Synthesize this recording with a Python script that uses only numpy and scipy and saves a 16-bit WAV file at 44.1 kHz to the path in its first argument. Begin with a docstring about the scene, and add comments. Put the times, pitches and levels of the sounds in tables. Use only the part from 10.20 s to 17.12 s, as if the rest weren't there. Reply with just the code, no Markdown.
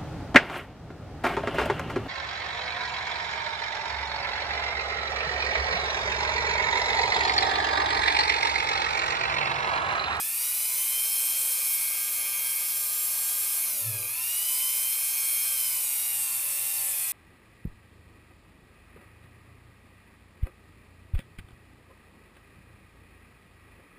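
"""A rising whine and hiss, close to one microphone: a handheld rotary tool gains speed over a wooden table.
Its turning shaft sets the tones of the armature, the hissing siren and a roughness repeated each turn; chopped
mains current buzzes in the housing. The speed sags as the felt wheel is pushed into a tub of polishing
compound, which scrubs and shakes the table, recovers, and sags again as the wheel chatters on a metal piece.
A short workshop reverberation surrounds the motor; both channels carry the same sound."""
import sys
import numpy as np
from scipy import signal
from scipy.fft import rfft, irfft, next_fast_len
from scipy.io import wavfile
from scipy.ndimage import uniform_filter1d, map_coordinates

SR = 44100
rng = np.random.default_rng(int(sys.argv[2]) if len(sys.argv) > 2 else 0)


def transcribe(signal):
    """Save signal, clipped to [-1, 1], as a 16-bit WAV file at the path in sys.argv[1]."""
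    frames = np.atleast_2d(signal).T
    limited = np.clip(frames, -1, 1)
    pcm = np.round(limited * 32767).astype(np.int16)
    wavfile.write(sys.argv[1], SR, pcm)


N = 305172
TIME = np.arange(N) / SR  # seconds
MAINS_HZ = 60
TOP_HZ = 15520  # upper limit of the microphone channel

# Leading armature tone, at 24 cycles a turn. Each row: time in seconds, level in dB.
LEAD_LEVEL = [(0, -56), (.2, -53), (.43, -52), (.76, -42.5), (1.25, -46.5), (1.5, -50), (3.38, -49.5),
              (3.52, -59), (3.92, -55), (4.06, -42), (4.44, -40.5), (4.9, -50.5), (5.46, -45),
              (5.68, -52.5), (5.95, -47), (6.1, -53.5), (6.55, -49), (6.74, -63)]
# Lesser armature tones. Each row: cycles per turn, depth of current pulsing (0-1), level running free in dB,
# dB per doubling of speed, dB more when turned to the tub, dB more when firm on the metal.
LESSER_TONES = [(12, 0, -66.5, -6, 3, -0.5), (16, 0.27, -57, 6, -4.5, -9), (32, 0.66, -58.5, 15, 0, 2.5),
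                (40, 0.53, -62.5, 6, 3, -15), (56, 0, -51.5, 64, -0.5, -7)]
# Resonances where the lesser tones flare in passing. Each row: centre in Hz, width in Hz, gain in dB.
WHINE_FLARES = [(1650, 140, 7.5), (3750, 120, -1), (5100, 240, 10), (7565, 101, 9.5)]
# Weak low tones of the shaft. Each row: cycles per turn, level running free in dB,
# dB per doubling of speed, dB more when turned to the tub, dB more when firm on the metal.
LOW_TONES = [(8, -62, 38, 1.5, -0.033), (9, -68, 7, 7.5, -1.52)]
# Mains buzz. Each row: time in seconds, level in dB.
BUZZ_LEVEL = [(0, -47), (1.91, -44.5), (2.44, -45.5), (2.74, -50.5), (3.4, -47), (3.62, -51.5),
              (3.88, -44.5), (4.12, -51), (4.85, -44.5), (5.35, -46), (5.78, -50.5), (6.58, -51),
              (6.92, -45.5)]
# Resonances of the housing. Each row: centre in Hz, width in Hz, relative gain in dB.
HOUSING_MODES = [(1170, 160, -19), (2200, 260, -13), (2490, 150, 0)]

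# Loudness of the rush with the tool's distance. Each row: time in seconds, change in dB.
NEARNESS = [(0, 2), (.07, -1), (.2, 0.5), (1.05, 0.8), (1.33, 1), (2.05, -0.1), (3.3, 1), (3.8, -0.5),
            (4.35, 0.5), (5, -0.1), (5.5, .6), (5.76, 0.15), (6.92, 0)]
# Spectra of cooling air, vent hiss and carbon brushes. Each row: frequency in Hz, relative density in dB per Hz.
AIR_SPECTRUM = [(30, -39), (80, -15), (200, -27), (300, -33), (400, -17), (520, -5.5), (1150, -3),
                (1800, -6), (2600, -0.5), (3800, 0.5), (4400, 2), (5600, 4.5), (6900, 3.5), (8000, 1.5),
                (10000, -6.5)]
VENT_SPECTRUM = [(6000, -25), (7200, -3.5), (8200, 7.5), (9000, 7), (10000, 2), (12000, -53)]
BRUSH_SPECTRUM = [(7000, -45.5), (8800, -8), (9700, -3.5), (10500, -0.5), (11500, 1), (12400, -1.5),
                  (13200, -1), (14400, -5.5), (15400, -5.5)]
# Level laws of air, vents, brushes and the sixth mains multiple. 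Each: level running free in dB,
# dB per doubling of speed, dB more when turned to the tub, dB more when firm on the metal.
AIR_LAW = (-38.5, 9, -1.4, -1.5)
VENT_LAW = (-37.5, 10, -4.5, 3.2)
BRUSH_LAW = (-28, 7.5, -1, -0.4)
HUM_LAW = (-89.5, -8, 16.5, 15)
# Narrow resonances of the shell around the siren. Each row: centre in Hz, width in Hz, gain in dB.
SHELL_MODES = [(3660, 82, -0.5), (4900, 98, 4.5), (9740, 89, 13), (11900, 150, 3.5)]

# Slight sags of speed with no sound of contact. Each row: start in seconds, length in seconds, drag in Hz.
LIGHT_SAGS = [(0.213, 0.48, 3.4), (0.928, 0.36, 3.36), (2.609, 1.704, .5), (4.303, 0.3, 3.6)]
# Pushes into the compound, summed where they overlap. Each row: start in seconds, length in seconds, drag in Hz.
COMPOUND_PUSHES = [(1.956, 0.14, 6.2), (3.416, 0.42, 24.2), (3.517, .349, 30.2)]
# A brief light push on the metal, then one long lean with shoves over it.
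# Each row: start in seconds, length in seconds, drag in Hz.
METAL_PUSHES = [(5.151, 0.2, 4.9), (5.336, 1.63, 16.7), (5.604, .098, 14.8), (5.882, .444, 9.74),
                (6.541, 0.35, 15.4)]
# Spectra of scrubbing and of felt rasping. Each row: frequency in Hz, relative density in dB per Hz.
SCRUB_SPECTRUM = [(30, -14), (200, -6), (280, -5.5), (350, -15), (480, 0), (650, -0.5), (900, -14),
                  (2000, -35)]
FELT_SPECTRUM = [(300, -40), (550, 9.5), (1100, -3), (1900, 13.5), (4500, 3.5), (8000, -22)]

FREE_HZ, START_HZ = 135.21, 103.3  # turns a second: running free, and as the sound begins
SPIN_S, QUICK_S, QUICK_SHARE = 0.357, 0.087, 0.09  # slow and quick answer to load; share of the quick one
GRIP_S = 0.032  # a push builds up and lets go over this time
FIRM_HZ = 21.4  # drag, or lost speed, that counts as a firm push
SWING_S, RETURN_S, TURN_S = 1.62, 4.035, 0.13  # turns to the tub and back; time that one turn takes

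LEAD_PULSING = 0.27  # depth to which the current pulses shake the leading tone
WAVER_DB, FLICKER_DB = 2.3, 1.8  # slow and quick wavering of the low tones and the sixth mains multiple
# siren in the air against its smooth noise; change when turned to the tub; change under a firm push into it
SIREN_DB, SIREN_TUB_DB, SIREN_PUSH_DB = -2.5, -4.5, 6

SCRUB_DB, SCRUB_GROWS, SCRUB_LAG_S = -57, 0.5, 0.015  # level at firm drag; power of drag; lag behind it
SHAKE_S, SHAKE_DB = 3.61, -39.5  # the tub bottoms out on the table; full level of the once-a-turn shake
SHAKE_ATTACK_S, SHAKE_HOLD_S, SHAKE_FALL_DB_PER_S = 0.035, 0.11, 125  # hold is counted from the start
CHATTER_DB, CHATTER_GROWS = -59, 1.87  # reference level when firm on the metal; power of the lost speed


def amp(db):
    """Decibels to gain."""
    return 10 ** (np.asarray(db) / 20)


def unit(x):
    """Scale to rms 1."""
    return x / np.sqrt(np.mean(x ** 2) + 1e-20)


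def steady(x, size=3000):
    """Hold x at a running rms of 1, over size samples."""
    power = np.abs(uniform_filter1d(x ** 2, size=size))
    return x / np.sqrt(power + 1e-12)


def curve(rows):
    """Straight lines through (seconds, value) rows, one value per sample."""
    seconds, values = np.transpose(rows)
    return np.interp(TIME, seconds, values)


def wobble(rate):
    """A smooth random curve, rate knots a second."""
    coarse = np.arange(0, N + 64, 64)
    knots = rng.standard_normal(int(N * rate / SR) + 4)
    smooth = map_coordinates(knots, [coarse * rate / SR])
    return np.interp(np.arange(N), coarse, smooth)


def lag(x, seconds):
    """x followed with inertia."""
    keep = np.exp(-1 / (seconds * SR))
    return signal.lfilter([1 - keep], [1, -keep], x)


def filtered(x, response):
    """x times a complex response of frequency."""
    size = next_fast_len(N + SR // 4)
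    hz = np.fft.rfftfreq(size, 1 / SR)
    return irfft(rfft(x, size) * response(hz), size)[:N]


def coloured(x, spectrum):
    """x filtered through (Hz, dB) points, at rms 1."""
    points_hz, points_db = np.transpose(spectrum)
    gain = lambda hz: amp(np.interp(np.log(hz + 1), np.log(points_hz), points_db))
    return unit(filtered(x, gain))


def bumps(resonances, hz):
    """Gain in dB of (Hz, width, dB) resonances at a frequency."""
    return sum(db / (1 + (2 * (hz - centre) / width) ** 2) for centre, width, db in resonances)


def tone(angle, order):
    """A sine of rms 1 at a multiple of the turning angle, in random phase."""
    return np.sqrt(2) * np.sin(order * angle + rng.uniform(0, 2 * np.pi))


def per_turn(angle, change, size=320, count=3):
    """A rough surface read once a turn: shaft multiples whose strengths drift, change knots a second."""
    place = angle / (2 * np.pi) % 1 * size
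    surface = 0
    for _ in range(count):
        strength = wobble(change)
        surface = surface + strength * np.interp(place, np.arange(size), rng.standard_normal(size))
    return steady(surface)


def held(start, end, ramp):
    """1 from start to end, with straight ramps centred on both."""
    inside = np.minimum(TIME - start, end - TIME)
    return np.clip(inside / ramp + 0.5, 0, 1)


def drag(pushes):
    """The summed drag of pushes, in Hz."""
    return sum(hz * held(start, start + length, GRIP_S) for start, length, hz in pushes)


def slowing(pushes, behind_hz=0):
    """Speed lost by the shaft's inertial answer to drag, plus what it lacks at the start and makes up."""
    load = drag(pushes)
    follow = lambda seconds: lag(load, seconds) + behind_hz * np.exp(-TIME / seconds)
    return QUICK_SHARE * follow(QUICK_S) + (1 - QUICK_SHARE) * follow(SPIN_S)


def handling():
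    """The hand loads and turns the tool: shaft speed in Hz, turn to the tub 0-1, firmness on metal 0-1."""
    lost_hz = slowing([*COMPOUND_PUSHES, *METAL_PUSHES, *LIGHT_SAGS], FREE_HZ - START_HZ)
    speed_hz = FREE_HZ - lost_hz + 0.1216 * wobble(30)
    at_tub = held(SWING_S, RETURN_S, TURN_S)
    on_metal = np.clip(slowing(METAL_PUSHES) / FIRM_HZ, 0, 1)
    return speed_hz, at_tub, on_metal


def level(law, hand):
    """Level in dB from the speed and from the way the tool is held."""
    free_db, speed_db, tub_db, metal_db = law
    speed_hz, at_tub, on_metal = hand
    return free_db + speed_db * np.log2(speed_hz / FREE_HZ) + tub_db * at_tub + metal_db * on_metal


def current(firing, rise, fall):
    """The speed control fires once each half wave of the mains; settings are shares of a half wave."""
    age = (2 * MAINS_HZ * TIME - firing) % 1
    return unit((1 - np.exp(-age / rise)) * np.exp(-age / fall) * (1 - age))


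def whine(angle, hand, drive):
    """Armature tones, rough and pulsing with the current; the lesser ones flare in resonances."""
    speed_hz = hand[0]
    pulsed = lambda order, depth: tone(angle, order) * (1 + depth * (drive - drive.mean()))
    lead = amp(curve(LEAD_LEVEL) + 1.1 * wobble(19)) * pulsed(24, LEAD_PULSING)
    lesser = 0
    for order, depth, *law in LESSER_TONES:
        level_db = level(law, hand) + bumps(WHINE_FLARES, order * speed_hz) + 1.86 * wobble(14)
        lesser = lesser + amp(level_db) * pulsed(order, depth)
    return lead * (1 + 0.13 * wobble(250)) + lesser * (1 + 0.21 * wobble(120))


def overtones(angle, hand):
    """Weak low multiples of the shaft that wax and wane."""
    total = 0
    for order, *law in LOW_TONES:
        level_db = level(law, hand) + WAVER_DB * wobble(3.988) + FLICKER_DB * wobble(22)
        total = total + amp(level_db) * tone(angle, order)
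    return total


def housing(hz):
    """Complex response of the housing: resonances with alternating signs."""
    total = 0
    for k, (centre, width, db) in enumerate(HOUSING_MODES):
        damping = 1j * hz * width
        total = total + (-1) ** k * amp(db) * damping / (centre ** 2 - hz ** 2 + damping)
    return total


def buzz(angle, drive):
    """Each current pulse tugs at the passing armature slots and rings the housing."""
    slots = amp(-8) * tone(angle, 8) + tone(angle, 16) + amp(-14) * tone(angle, 24)
    force = drive * (slots * (1 + 0.25 * wobble(120)) + amp(-8) * rng.standard_normal(N))
    ringing = steady(filtered(force, housing), size=8000)
    return amp(curve(BUZZ_LEVEL) + 0.64 * wobble(12)) * ringing


def siren(angle):
    """Eddies shed by the slots: flickering tones in fuzzy bands glide with the shaft through the shell."""
    bands = 0
    for order in range(32, 121, 8):
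        core = amp(3.5 * wobble(11)) * (1 + 0.5 * wobble(70)) * tone(angle, order)
        fuzz = wobble(380) * tone(angle, order) + wobble(380) * tone(angle, order)
        bands = bands + core + fuzz
    return unit(filtered(bands, lambda hz: amp(bumps(SHELL_MODES, hz))))


def scraping(angle, sing, repeat):
    """Raw noise of the motor: turbulence, the siren, and a part that repeats with every turn."""
    bars = 1 + 0.14 * tone(angle, 8) + 0.077 * tone(angle, 16)  # swells as each commutator bar passes
    noise = bars * (rng.standard_normal(N) + repeat * per_turn(angle, change=5))
    return (noise + sing * siren(angle)) / np.sqrt(1 + sing ** 2)


def rush(angle, hand):
    """Cooling air, its hiss in the vents and the carbon brushes; the siren is plainest in the air."""
    at_tub = hand[1]
    near_db = curve(NEARNESS)
    air_db, vent_db, brush_db = (near_db + level(law, hand) for law in (AIR_LAW, VENT_LAW, BRUSH_LAW))
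    pushed = np.clip(lag(drag(COMPOUND_PUSHES), QUICK_S) / FIRM_HZ, 0, 1)
    sing = amp(SIREN_DB + SIREN_TUB_DB * at_tub + SIREN_PUSH_DB * pushed)
    air = coloured(scraping(angle, sing, repeat=0.36), AIR_SPECTRUM)
    vent = coloured(scraping(angle, sing / 2, repeat=0.63), VENT_SPECTRUM)
    brush = coloured(scraping(angle, amp(-6.0) * sing, repeat=0.43), BRUSH_SPECTRUM)
    air = amp(air_db + 0.23 * wobble(19)) * air
    vent = amp(vent_db + 1.1 * wobble(16)) * vent
    brush = amp(brush_db + 0.4 * wobble(30)) * brush
    return air + vent + brush


def hum(hand):
    """The motor's iron hums at even mains multiples; the sixth depends on speed and how the tool is held."""
    mains = 2 * np.pi * MAINS_HZ * TIME
    second = amp(-66.5) * tone(mains, 2)
    fourth = amp(-87 + 3.2 * wobble(6.4)) * tone(mains, 4)
    sixth_db = level(HUM_LAW, hand) + WAVER_DB * wobble(10) + FLICKER_DB * wobble(24)
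    return second + fourth + amp(sixth_db) * tone(mains, 6)


def room(x, t60, wet_db):
    """A short diffuse answer from the workshop: decaying noise that falls 60 dB in t60 seconds."""
    t = np.arange(SR // 3) / SR
    tail = rng.standard_normal(len(t)) * amp(-60 * t / t60) * (t > 0.003)
    return x + amp(wet_db) * signal.fftconvolve(x, tail / np.linalg.norm(tail))[:N]


def scrub(angle, drive):
    """The lopsided wheel strikes the compound with every turn, amid noise that follows the drag."""
    push = np.abs(lag(drag(COMPOUND_PUSHES), SCRUB_LAG_S) / FIRM_HZ)
    strikes = unit(sum(amp(5 * wobble(12)) * tone(angle, order) for order in range(2, 8)))
    rubbing = strikes * (1 + 0.4 * drive) + 2.6 * rng.standard_normal(N)
    return amp(SCRUB_DB) * push ** SCRUB_GROWS * coloured(rubbing, SCRUB_SPECTRUM)


def table_shake(angle):
    """Shaft shake beats against the pulsing torque, both passing through the tub into the table."""
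    age = TIME - SHAKE_S
    fall_db = SHAKE_FALL_DB_PER_S * np.maximum(age - SHAKE_HOLD_S, 0)
    envelope = np.clip(age / SHAKE_ATTACK_S, 0, 1) * amp(SHAKE_DB - fall_db)
    torque = tone(2 * np.pi * MAINS_HZ * TIME, 2)
    return envelope * (tone(angle, 1) + 0.55 * torque)


def chatter(angle, hand):
    """The wheel knocks on the metal at multiples of the shaft, and its felt rasps once a turn."""
    on_metal = hand[2]
    envelope = amp(CHATTER_DB + 0.78 * wobble(14)) * on_metal ** CHATTER_GROWS
    knocks = sum(amp(db) * tone(angle, order) for order, db in ((7, -0.5), (1, -10.5), (3, -17), (10, -3)))
    rasp = amp(8.5) * coloured(per_turn(angle, change=4), FELT_SPECTRUM)
    return envelope * (knocks + rasp)


def scene():
    """One shaft drives the tool's tones and rush while the hand loads and turns it."""
    hand = handling()
    angle = 2 * np.pi * np.cumsum(hand[0]) / SR
    drive = current(firing=0.393, rise=0.052, fall=0.18)
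    whining = room(whine(angle, hand, drive), t60=0.2, wet_db=-11)
    motor = overtones(angle, hand) + buzz(angle, drive) + rush(angle, hand)
    motor = room(motor, t60=0.21, wet_db=-5.0)
    wheel = scrub(angle, drive) + table_shake(angle) + chatter(angle, hand)
    return np.tile(whining + motor + hum(hand) + wheel, (2, 1))


def record(dry):
    """The microphone channel keeps nothing above its band limit."""
    return np.array([filtered(channel, lambda hz: hz < TOP_HZ) for channel in dry])


dry = scene()
out = record(dry)
transcribe(out)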